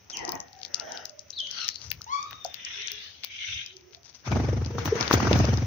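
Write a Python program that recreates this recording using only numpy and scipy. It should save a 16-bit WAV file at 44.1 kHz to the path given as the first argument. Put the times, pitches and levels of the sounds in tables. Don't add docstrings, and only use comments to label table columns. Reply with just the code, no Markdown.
import sys
import numpy as np
from scipy import signal
from scipy.fft import rfft, irfft, next_fast_len
from scipy.io import wavfile
from scipy.ndimage import uniform_filter1d, map_coordinates

SR = 44100
rng = np.random.default_rng(int(sys.argv[2]) if len(sys.argv) > 2 else 0)


def to_wav(sig):
    pcm = np.clip(np.atleast_2d(sig), -1, 1) * 32767
    pcm = np.round(pcm).astype(np.int16)
    wavfile.write(sys.argv[1], SR, pcm.T)


N = 249606
TIME = np.arange(N) / SR
FADE_DB = 20

# time_s, level_db
AIR_LEVELS = [(0, -59.5), (0.3, -60), (0.9, -59), (2.0, -57), (2.3, -57), (3.2, -62), (4.0, -63.5),
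              (5.6, -47.5)]
# peak_s, rise_s, fall_s, level_db
AIR_PUFFS = [(1.91, 0.1, 0.16, -47), (2.34, 0.072, 0.047, -60.5), (3.56, 0.095, 0.069, -49)]
# peak_s, rise_s, fall_s, level_db, drift_octaves_per_s
FAR_SWISHES = [(0.302, 0.19, 0.17, -39, -.3), (0.93, 0.32, 0.17, -45.5, -.3), (1.61, 0.15, 0.13, -37.5, -1),
               (2.831, 0.39, 0.34, -38, .35), (3.504, 0.27, .23, -34, .15),
               (3.03, 0.072, 0.21, -47.5, 0.27)]
# centre_hz, width_hz, gain_db
SWISH_RESONANCES = [
    [(302, 280, 17), (845, 365, 19.5), (1710, 1760, 8.5), (5960, 250, -12)],
    [(597, 485, 6), (1700, 580, 5), (5700, 860, -0.5)],
    [(1360, 170, 12), (2400, 1700, 11), (4220, 2100, 17.5), (5670, 840, 14.5)],
    [(1560, 280, 1), (2930, 1650, 24), (3620, 340, 13), (4650, 2100, -13.5), (5730, 930, 17.5)],
    [(1610, 370, 6), (2260, 330, 16.5), (3180, 1150, 20.5), (4730, 350, 2), (5790, 990, 10)],
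    [(2750, 400, -9), (4320, 1300, 5)],
]
# peak_s, rise_s, fall_s, level_db, pitch_hz, glide_hz_per_s, width_hz, left_db
CRIES = [(.165, 0.056, 0.12, -48, 2557, -7000, 650, 14), (.81, 0.095, 0.041, -50, 706, 400, 119, 7),
         (.94, .13, 0.16, -46, 768, -400, 149, 5), (1.62, 0.11, 0.084, -36.5, 1406, -1500, 172, 10.5),
         (1.74, .14, 0.11, -47.5, 4290, 3499, 424, 8)]
CRY_HARMONICS = [
    [0, -8],
    [-12, 1, -5, -0.5, -7],
    [1, 1, -14, -2.5, -11, -16, -3.5],
    [-8, -5, 2.5, -8],
    [0],
]
# start_s, length_s, level_db, first_hz, last_hz, left_db
DOVE_COOS = [(0.435, 0.26, -55.5, 811, 722, 6), (0.779, 0.21, -45.5, 640, 646, -17),
             (0.999, 0.26, -56.5, 625, 590, -18), (1.327, 0.18, -64.5, 590, 591, -21),
             (2.731, 0.11, -56, 414, 410, 2), (2.887, 0.11, -61.5, 417, 423, 9),
             (3.646, 0.3, -58, 373, 377, -7), (3.887, 0.058, -60, 421, 448, -7),
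             (3.931, 0.081, -63, 679.5, 677, -18.5), (4.67, 0.2, -45.5, 463.7, 457, 2),
             (4.861, 0.2, -35, 440.2, 439.5, -1.5)]
# start_s, rise_s, fade_s, level_db, first_hz, last_hz, glide_s, octave_db, roughness, left_db
SPARROW_CHIRPS = [(0.123, 0.014, 0.055, -40.5, 3330, 1687, 0.089, -1.5, 0.01, -3),
                  (.18, 0.012, 0.23, -46, 2200, 1883, 0.024, -47, 0.022, 24),
                  (1.325, 0.012, 0.011, -41.5, 2700, 4770, 0.008, -27, 0.07, 12),
                  (1.359, 0.044, 0.027, -30, 4850, 2710, .031, -25, 0.01, 3),
                  (1.42, 0.032, 0.053, -40, 3015, 3270, 0.0554, -14, 0.04, 10),
                  (2.25, 0.037, 0.97, -55, 3800, 3360, 0.33, -46, .012, 16)]
# time_s, pitch_hz, level_db
NASAL_CONTOUR = [(2.064, 855, -49.5), (2.099, 1049, -41), (2.137, 1139, -28), (2.156, 1120, -35),
                 (2.195, 1197, -38.5), (2.246, 1260, -52.5), (2.379, 1250, -65)]
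# start_s, rise_s, fade_s, level_db, first_hz, last_hz, glide_s
BIRD_CLUCKS = [(2.449, 0.004, 0.0096, -29, 1114, 686, 0.0065)]
# peak_s, rise_s, fall_s, level_db
CLAW_SCRATCHES = [(0.1, 0.0024, 0.027, -37.5), (1.848, 0.075, 0.072, -42), (3.93, 0.013, 0.038, -53.5),
                  (4.057, 0.017, 0.025, -46.5), (4.096, 0.019, 0.015, -46.5), (4.149, 0.014, 0.023, -46.5),
                  (4.198, 0.015, 0.023, -53), (4.264, 0.019, 0.016, -43)]
# peak_s, rise_s, fall_s, level_db
SEED_SPRAYS = [(4.857, 0.013, 0.042, -36.5), (5.137, .022, 0.022, -22.5), (5.38, 0.03, 0.034, -40)]
# peak_s, rise_s, fall_s, hiss_db, rush_db
FEATHER_FLURRIES = [(4.266, 0.028, 0.097, -40, -52.5), (4.328, 0.053, 0.35, -40, -29.5),
                    (4.489, 0.13, 1, -49, -40), (4.794, 0.025, 0.13, -36.5, -35.5),
                    (4.858, 0.016, 0.24, -37.5, -35.5), (5.021, 0.1, 0.43, -31, -35),
                    (5.131, 0.0078, 0.014, -23, -36.5), (5.14, 0.0048, 0.041, -26.5, -29),
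                    (5.33, 0.26, 0.41, -33.5, -27)]
# start_s, level_db, pitch_hz, width_hz
BUMPS_AND_GRUNT = [(2.009, -41, 1300, 200), (2.323, -35, 1320, 400), (2.329, -42, 856, 300),
                   (3.244, -37.5, 910, 500), (4.921, -15, 432, 46)]
# time_s, clap_db, clap_hz, thump_db, gust_db
WING_STROKES = [(4.276, -25.5, 734, -31.5, -20.5), (4.318, -23, 604, -17, -14.5),
                (4.324, -17, 930, -30.5, -35), (4.359, -24, 740, -19, -19), (4.368, -27.5, 1080, -26, -46),
                (4.401, -21, 686, -14.5, -19), (4.445, -29, 640, -26, -18), (4.488, -23.5, 500, -23, -16),
                (4.531, -24, 450, -16, -18), (4.572, -32, 430, -41, -18.5), (4.618, -29, 470, -28, -19),
                (4.665, -39, 710, -27, -24.5), (4.708, -32, 450, -27, -25.5), (4.754, -31.5, 477, -27, -26),
                (4.784, -17.5, 1240, -21, -23.5), (4.858, -22, 910, -33, -24.5),
                (4.878, -17.5, 1560, -39, -21), (4.955, -20, 450, -20.5, -42.5),
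                (5.008, -22.5, 640, -23, -30), (5.1119, -5, 1173, -8.5, -42.5),
                (5.1398, -22, 624, -2.5, -13), (5.175, -21, 700, -19.5, -27),
                (5.2036, -12.5, 1080, -36, -24.5), (5.228, -22.5, 690, -28, -27),
                (5.249, -28, 950, -34.5, -30), (5.272, -15, 900, -23, -15), (5.313, -9, 633, -10.5, -17),
                (5.333, -28, 700, -22, -15.5), (5.358, -20, 700, -20, -14), (5.402, -18, 596, -13.5, -11.5),
                (5.444, -19.5, 560, -14, -21), (5.488, -46, 500, -16, -13), (5.532, -28.5, 500, -25, -13.5),
                (5.58, -38, 450, -22, -20), (5.624, -35, 448, -29, -16.5)]
# start_s, level_db, centre_hz, edge_db
BEAK_TAPS = [(.171, -15.5, 5720, -17), (.191, -24, 5760, -45), (.251, -17, 6220, -58),
             (.279, -23.5, 5540, -50), (.2924, -15, 5600, -18), (.3203, -19, 5570, -8.5),
             (.3535, -23.5, 6350, -20), (.403, -19.5, 6060, -27), (.531, -32, 5240, -55),
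             (.59, -35.5, 5400, -28.5), (.616, -29, 4600, -55), (.6324, -18.5, 4940, -60),
             (.65, -19.5, 5130, -30), (.662, -30, 5160, -50), (.7447, -5.5, 5340, -24),
             (.7986, -13.5, 5540, -46), (.9207, -19, 5900, -22), (.9743, -19, 4600, -60),
             (1.0549, -17.5, 5530, -21), (1.0955, -25, 5430, -55), (1.1933, -22.5, 5900, -57),
             (1.305, -19.5, 5820, -68), (1.389, -24.5, 5450, -35), (1.403, -20.5, 5330, -50),
             (1.471, -25.5, 4700, -54), (1.645, -19, 5470, -49), (1.5122, -17, 5620, -12),
             (1.6812, -12.5, 5000, -18), (1.6888, -5.5, 5460, -11), (1.689, -12.5, 2700, -50),
             (1.744, -29, 5200, -57), (1.758, -19, 5050, -62), (1.8166, -24.5, 5100, -58),
             (1.9039, -20, 5960, -52), (1.916, -21.5, 5000, -5), (1.9165, -7, 2750, -21),
             (2.0175, -22, 5450, -30), (2.043, -29.5, 6230, -39), (2.2284, -25, 5910, -52),
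             (2.3099, -25, 2160, -21), (2.3303, -21.5, 2880, -50), (2.4478, -16, 5530, -14),
             (2.4627, -23, 6050, -45), (2.5433, -17.5, 4400, -6), (2.6497, -18, 5850, -39),
             (2.8205, -23.5, 4400, -61), (2.8734, -16.5, 6170, -55), (2.8826, -14, 3650, -60),
             (2.9183, -20, 5550, -10), (3.2362, -16.5, 3600, -58), (3.2423, -17, 3600, -55),
             (3.2469, -15.5, 4470, -8.5), (3.6625, -24.5, 5580, -30), (3.7678, -28.5, 5300, -62),
             (3.933, -33, 3270, -50), (3.948, -27, 4560, -55), (4.3178, -16.5, 2100, -38),
             (4.6484, -24.5, 4500, -54), (4.6617, -21, 5570, -50), (4.8569, -15, 2610, -9),
             (5.0099, -9, 5430, -43), (5.028, -11, 3800, -45), (5.0792, -11.5, 4100, -45),
             (5.1298, -7.5, 4130, -18), (5.1405, -21, 5780, -21), (5.3304, -4.5, 2990, -50),
             (5.331, -14, 5200, -50), (5.39, -20.5, 5810, -34), (5.453, -16.5, 5610, -49),
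             (5.54, -23, 5620, -50), (5.574, -19, 5050, -48)]

# frequency_hz, gain_db
AIR_EQ = [(25, -37.5), (55, -10.5), (85, 11.5), (115, 3.5), (170, 3.5), (300, 1), (600, -1), (1000, -5),
          (2500, -2.5), (4500, -11), (6000, 3.5), (8000, -28.5), (16000, -12.5)]
GRIT_EQ = [(300, 1), (1000, 4), (3000, 4), (5800, 17), (16000, -38)]
SEED_EQ = [(2000, -22), (6000, -0.5), (11000, -4), (16000, -6)]
FEATHER_EQ = [(500, 7), (1200, 12.5), (2200, 8), (3200, 2.5), (4200, -0.5), (6000, 6), (8000, -11),
              (11000, -13), (16000, -18.5)]
RUSH_EQ = [(30, -6), (70, 5.5), (200, 13), (500, 3), (900, -3), (1500, -27), (2500, -36), (6000, -56)]
SLAP_EQ = [(150, -11.5), (400, -12), (900, 7), (1600, -15), (3000, -11), (8000, -14)]
MICROPHONE_EQ = [(25, -16), (60, 1.5), (6300, 1.5), (6700, -2.5), (7150, -17.5), (8200, -22.5),
                 (10500, -13), (13500, -27.5), (14700, -0.5), (15400, 9), (16200, -33)]
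PUFF_EQ = [(25, -46), (55, -12.5), (80, 1), (120, -3.5), (220, -25.5), (600, -45), (3000, -43.5)]
SWISH_BODY_EQ = [(4400, 0), (5600, -30), (7000, -60)]
SWISH_LEFT_EQ = [(1000, -.59), (3000, -2.34), (6000, 2.7)]
SWISH_RIGHT_EQ = [(1000, 0), (3000, -3.5), (6000, -14)]
GUST_EQ = [(25, -40), (48, -24), (62, 3), (135, 1.5), (170, -18.5), (230, 5), (400, 3.5)]
PECK_EQ = [(300, -22), (1100, -9.5), (1800, 3.5), (16000, 3.5)]


def gain_of(db):
    return 10 ** (np.asarray(db) / 20)


def unit_rms(x):
    return x / np.sqrt(np.mean(x ** 2) + 1e-20)


def add(mix, start_s, sound):
    part = mix[max(round(start_s * SR), 0):][:len(sound)]
    part += sound[:len(part)]


def coloured(x, eq):
    hz, db = np.transpose(eq)
    size = next_fast_len(N + SR // 4)
    curve_db = np.interp(np.log(np.fft.rfftfreq(size, 1 / SR) + 1), np.log(hz), db)
    return irfft(rfft(x, size) * gain_of(curve_db), size)[..., :N]


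def wander(cutoff_hz):
    size = next_fast_len(N)
    lowpass = np.exp(-(np.fft.rfftfreq(size, 1 / SR) / cutoff_hz) ** 2)
    return unit_rms(irfft(rfft(rng.standard_normal(size)) * lowpass, size)[:N])


def swell(peak_s, rise_s, fall_s):
    away = np.maximum((peak_s - TIME) / rise_s, (TIME - peak_s) / fall_s)
    return gain_of(-FADE_DB * np.minimum(abs(away), 10) ** 1.8)


def swells(rows):
    return sum(gain_of(db) * swell(*shape) for *shape, db in rows)


def flicker(x, depth_db, frame_samples, frames):
    bins = signal.stft(x, nperseg=frame_samples)[2]
    patches = uniform_filter1d(rng.standard_normal(bins.shape[1:]), size=4, axis=0)
    patches = unit_rms(uniform_filter1d(patches, size=frames, axis=1))
    return signal.istft(bins * gain_of(depth_db * patches), nperseg=frame_samples)[1][:, :N]


def blip(hz, width_hz, grit=0.):
    t = np.arange(int(4 * SR / width_hz)) / SR
    age = np.pi * width_hz * t
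    stray = uniform_filter1d(rng.standard_normal(len(t)), len(t) // 12 + 1)
    smear = grit * np.cumsum(stray) * np.sqrt(width_hz / SR)
    return (age * np.exp(1 - age)) ** 3 * np.cos(2 * np.pi * (hz * t + rng.random()) + smear)


def hoarse(hz, width_hz):
    phase = 2 * np.pi * np.cumsum(hz) / SR
    return wander(width_hz) * np.cos(phase) + wander(width_hz) * np.sin(phase)


def panned(x, left_db):
    pair = gain_of([[left_db / 2], [-left_db / 2]])
    return x * pair / np.sqrt(np.mean(pair ** 2))


def near(x, left_db, lag_ms):
    return np.array([x, gain_of(-left_db) * np.interp(TIME - lag_ms / 1000, TIME, x)])


def echoes(x, t60_s, taps_per_s=2500):
    t = TIME[:SR]
    taps = rng.standard_normal((2, SR)) * (rng.random((2, SR)) < taps_per_s / SR)
    taps *= (t > .008) * gain_of(-60 * t / t60_s)
    taps /= np.linalg.norm(taps, axis=1, keepdims=True)
    return signal.fftconvolve(x[None], taps, axes=1)[:, :N]


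def outdoors(voice, left_db, wet_db, lag_ms=0., t60_s=.48):
    direct = panned(near(voice, 0, lag_ms), left_db)
    return direct + panned(gain_of(wet_db) * echoes(voice, t60_s), left_db / 2)


def yard_air():
    air = unit_rms(coloured(rng.standard_normal(N) + 1.58 * rng.standard_normal((2, N)), AIR_EQ))
    air *= gain_of(np.interp(TIME, *np.transpose(AIR_LEVELS)) + wander(2.6))
    puffs = unit_rms(coloured(rng.standard_normal(N), PUFF_EQ))
    breeze = gain_of(-68.5) + swells(AIR_PUFFS)
    return panned(air, left_db=1.5) + panned(puffs * breeze, left_db=4.5)


def swishes(floor_db=-23, grain_db=2.3):
    size = next_fast_len(N)
    hz, out = np.fft.rfftfreq(size, 1 / SR), np.zeros((2, N))
    for (peak_s, rise_s, fall_s, level_db, drift), bands in zip(FAR_SWISHES, SWISH_RESONANCES):
        shape = sum(gain_of(db) * np.exp(-2 * ((hz - centre) / width) ** 2)
                    for centre, width, db in bands)
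        shape += gain_of(floor_db) * hz / (hz + 600)
        low_cut_hz = .15 * bands[0][0]
        shape /= np.sqrt(1 + (low_cut_hz / (hz + 1)) ** 6)
        scrape = rng.standard_normal((2, N)) * gain_of(grain_db * wander(84))
        scrape = unit_rms(irfft(rfft(scrape, size) * shape, size)[:, :N])
        body = coloured(scrape, SWISH_BODY_EQ)
        read_at = np.cumsum(2 ** (drift * np.clip(TIME - peak_s, -.5, .5))) % (N - 1)
        drifted = np.array([map_coordinates(port, [read_at], order=3) for port in body])
        out += (scrape - body + drifted) * gain_of(level_db) * swell(peak_s, rise_s, fall_s)
    out = flicker(out, depth_db=3, frame_samples=1024, frames=7)
    out += gain_of(-2.5) * echoes(out.mean(0), t60_s=.05)
    return np.array([coloured(out[0], SWISH_LEFT_EQ), coloured(out[1], SWISH_RIGHT_EQ)])


def harsh_cries():
    out = np.zeros((2, N))
    for cry, harmonics_db in zip(CRIES, CRY_HARMONICS):
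        peak_s, rise_s, fall_s, level_db, hz, glide_hz_per_s, width_hz, left_db = cry
        pitch_hz = hz + glide_hz_per_s * np.clip(TIME - peak_s, -2 * rise_s, 2 * fall_s)
        stack = sum(gain_of(db) * hoarse(k * pitch_hz, width_hz * np.sqrt(k))
                    for k, db in enumerate(harmonics_db, 1))
        voice = unit_rms(stack) * gain_of(level_db) * swell(peak_s, rise_s, fall_s)
        out += outdoors(voice, left_db, wet_db=-5, t60_s=.069)
    return out


def dove_coos():
    out = np.zeros((2, N))
    for start_s, length_s, db, first_hz, last_hz, left_db in DOVE_COOS:
        progress = np.clip((TIME - start_s) / length_s, 0, 1)
        husky = hoarse(first_hz + (last_hz - first_hz) * progress, width_hz=first_hz * .065)
        out += outdoors(gain_of(db) * np.sin(np.pi * progress) ** 2 * husky, left_db, wet_db=-1)
    return out


def chirp(start_s, rise_s, fade_s, level_db, first_hz, last_hz, glide_s, octave_db, roughness):
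    t, voice = np.arange(0, rise_s + 2 * fade_s, 1 / SR), np.zeros(N)
    fall_db = FADE_DB * (np.maximum(t - rise_s, 0) / fade_s) ** 1.28
    waver_db = 4 * np.minimum(t / .1, 1) * wander(25)[:len(t)]
    envelope = np.minimum(t / rise_s, 1) ** .8 * gain_of(level_db - fall_db + waver_db)
    hz = last_hz + (first_hz - last_hz) * np.exp(-t / glide_s)
    phase = 2 * np.pi * np.cumsum(hz * (1 + roughness * wander(143)[:len(t)])) / SR
    tone = np.sin(phase) + gain_of(octave_db) * np.sin(2 * phase)
    add(voice, start_s, np.sqrt(2) * envelope * tone)
    return voice


def nasal_call(overtones_db=(-14, -15, -16, -22.5, -19), brightening_db_per_db=.088):
    time_s, hz, db = np.transpose(NASAL_CONTOUR)
    level_db = np.interp(TIME, time_s, db)
    pitch_hz = np.interp(TIME, time_s, hz) * (1 + .006 * wander(40) + .012 * wander(350))
    phase = 2 * np.pi * np.cumsum(pitch_hz) / SR
    overtones = sum(gain_of(partial_db + 4 * wander(110)) * np.sin(k * phase)
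                    for k, partial_db in enumerate(overtones_db, 2))
    tone = np.sin(phase) + overtones * gain_of(brightening_db_per_db * (level_db - db.max() - 9) - 1)
    return np.sqrt(2) * tone * gain_of(level_db) * (TIME > time_s[0]) * (TIME < time_s[-1])


def bird_calls():
    chirps = sum(outdoors(chirp(*note), left_db, wet_db=-1, t60_s=.46)
                 for *note, left_db in SPARROW_CHIRPS)
    cluck = sum(chirp(*note, octave_db=-22, roughness=.17) for note in BIRD_CLUCKS)
    return (chirps + outdoors(nasal_call(), left_db=5.5, wet_db=0, lag_ms=.37)
            + outdoors(cluck, left_db=3.5, wet_db=-7, lag_ms=.16, t60_s=.17))


def claw_scratches(grains_per_s=2500):
    grains = rng.standard_normal(N) * (rng.random(N) < grains_per_s / SR)
    scrape = unit_rms(coloured(grains, GRIT_EQ)) * swells(CLAW_SCRATCHES)
    walls = gain_of(-12.5) * echoes(scrape, t60_s=.082)
    return near(scrape, left_db=16, lag_ms=.081) + panned(walls, left_db=9)


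def seed_sprays(grains_per_s=5000):
    grains = rng.standard_normal((2, N)) * (rng.random(N) < grains_per_s / SR)
    return panned(unit_rms(coloured(grains, SEED_EQ)) * swells(SEED_SPRAYS), left_db=5)


def feather_rustle(throb_db=11):
    hiss_power = sum((gain_of(db - 2) * swell(*shape)) ** 2 for *shape, db, _ in FEATHER_FLURRIES)
    rush_power = sum((gain_of(db - 7) * swell(*shape)) ** 2 for *shape, _, db in FEATHER_FLURRIES)
    strokes = sum(np.exp(-((TIME - time_s - .003) / .008) ** 2) for time_s, *_ in WING_STROKES)
    throb = gain_of(throb_db * np.minimum(strokes, 1))
    noise = rng.standard_normal((2, N)) + .16 * rng.standard_normal(N)
    quills = flicker(noise, depth_db=2.6, frame_samples=512, frames=3)
    hiss = unit_rms(coloured(quills, FEATHER_EQ)) * np.sqrt(hiss_power * throb)
    air = rng.standard_normal(N) + .5 * rng.standard_normal((2, N))
    rush = unit_rms(coloured(air, RUSH_EQ)) * np.sqrt(rush_power) * throb
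    return panned(hiss, left_db=6) + panned(rush, left_db=-3)


def bumps_and_grunt():
    out = np.zeros(N)
    for start_s, db, hz, width_hz in BUMPS_AND_GRUNT:
        add(out, start_s, gain_of(db) * blip(hz, width_hz))
    return out


def wings(thump_hz=250, boom_hz=72, sweep_hz=170, sweep_s=.01342, boom_t60_s=.21):
    direct = bumps_and_grunt()
    slaps, gusts, t = np.zeros(N), np.zeros(N), TIME[:SR // 4]
    cycles = np.cumsum(boom_hz + sweep_hz * np.exp(-t / sweep_s)) / SR
    boom = np.sin(2 * np.pi * cycles) * gain_of(-60 * t / boom_t60_s) * (1 - np.exp(-t / .0051))
    swing = 2 * np.pi * thump_hz * (t - t.mean())
    thump = -swing * np.exp((1 - swing ** 2) / 2)
    slap_envelope = np.minimum(t / .0025, 1) * np.exp(-t / .0065)
    for time_s, clap_db, clap_hz, thump_db, gust_db in WING_STROKES:
        add(direct, time_s - .001, gain_of(clap_db - 3) * blip(clap_hz, clap_hz * .28, grit=.86))
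        add(direct, time_s - t.mean(), gain_of(thump_db - 5.5) * thump)
        add(gusts, time_s - .005, gain_of(gust_db - 1) * boom)
        add(slaps, time_s - .002, gain_of(clap_db - 23.5) * slap_envelope)
    direct += slaps * unit_rms(coloured(rng.standard_normal(N), SLAP_EQ))
    walls = gain_of(-14) * echoes(direct, t60_s=.2)
    return panned(coloured(gusts, GUST_EQ), left_db=1.5) + panned(direct, left_db=3) + walls


def pecks(sharp_hz=5690, sharp_width_hz=1663, ticks_per_s=26, lags_ms=(.04, .1, .25)):
    spots, edges = np.zeros((3, N)), np.zeros(N)
    t = np.arange(-SR // 100, SR // 100) / SR
    haze_envelope = np.exp(-abs(t - .001) / .003)
    for k, (start_s, db, hz, edge_db) in enumerate(BEAK_TAPS):
        spot = spots[k % 3]
        width_hz = max(sharp_width_hz + .73 * (sharp_hz - hz), sharp_width_hz / 2)
        loose_db = db - .35 * max(db + 19, 0)
        add(spot, start_s, gain_of(db - 1) * blip(hz, width_hz * .6, grit=.8))
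        add(edges, start_s, gain_of(edge_db + 5) * blip(22400, 8100))
        rebound_s = start_s + rng.uniform(.001, .003)
        add(spot, rebound_s, gain_of(loose_db - 16) * blip(hz, width_hz * .4, grit=3))
        haze = unit_rms(np.convolve(rng.standard_normal(len(t)), blip(hz, width_hz, grit=1), "same"))
        add(spot, start_s + t[0], gain_of(loose_db - 21) * haze * haze_envelope)
    for k, (when, size, pitch) in enumerate(rng.random((int(ticks_per_s * N / SR), 3))):
        tick = gain_of(-45 + 7 * size ** 3) * blip(4500 + 1800 * pitch, 1500, grit=2)
        add(spots[k % 3], when * N / SR, tick)
    spots = coloured(spots, PECK_EQ)
    direct = sum(near(spot, left_db=14, lag_ms=lag) for spot, lag in zip(spots, lags_ms))
    walls = gain_of(-17) * echoes(sum(spots) + edges, t60_s=.11)
    return direct + panned(edges, left_db=17.5) + panned(walls, left_db=9)


def scene():
    return (yard_air() + pecks() + claw_scratches() + bird_calls() + harsh_cries() + dove_coos()
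            + swishes() + wings() + feather_rustle() + seed_sprays())


def record(dry):
    band_limit = signal.firwin(511, 16900, window=("kaiser", 9), fs=SR)
    return signal.oaconvolve(coloured(dry, MICROPHONE_EQ), band_limit[None], "same")


dry = scene()
out = record(dry)
to_wav(out)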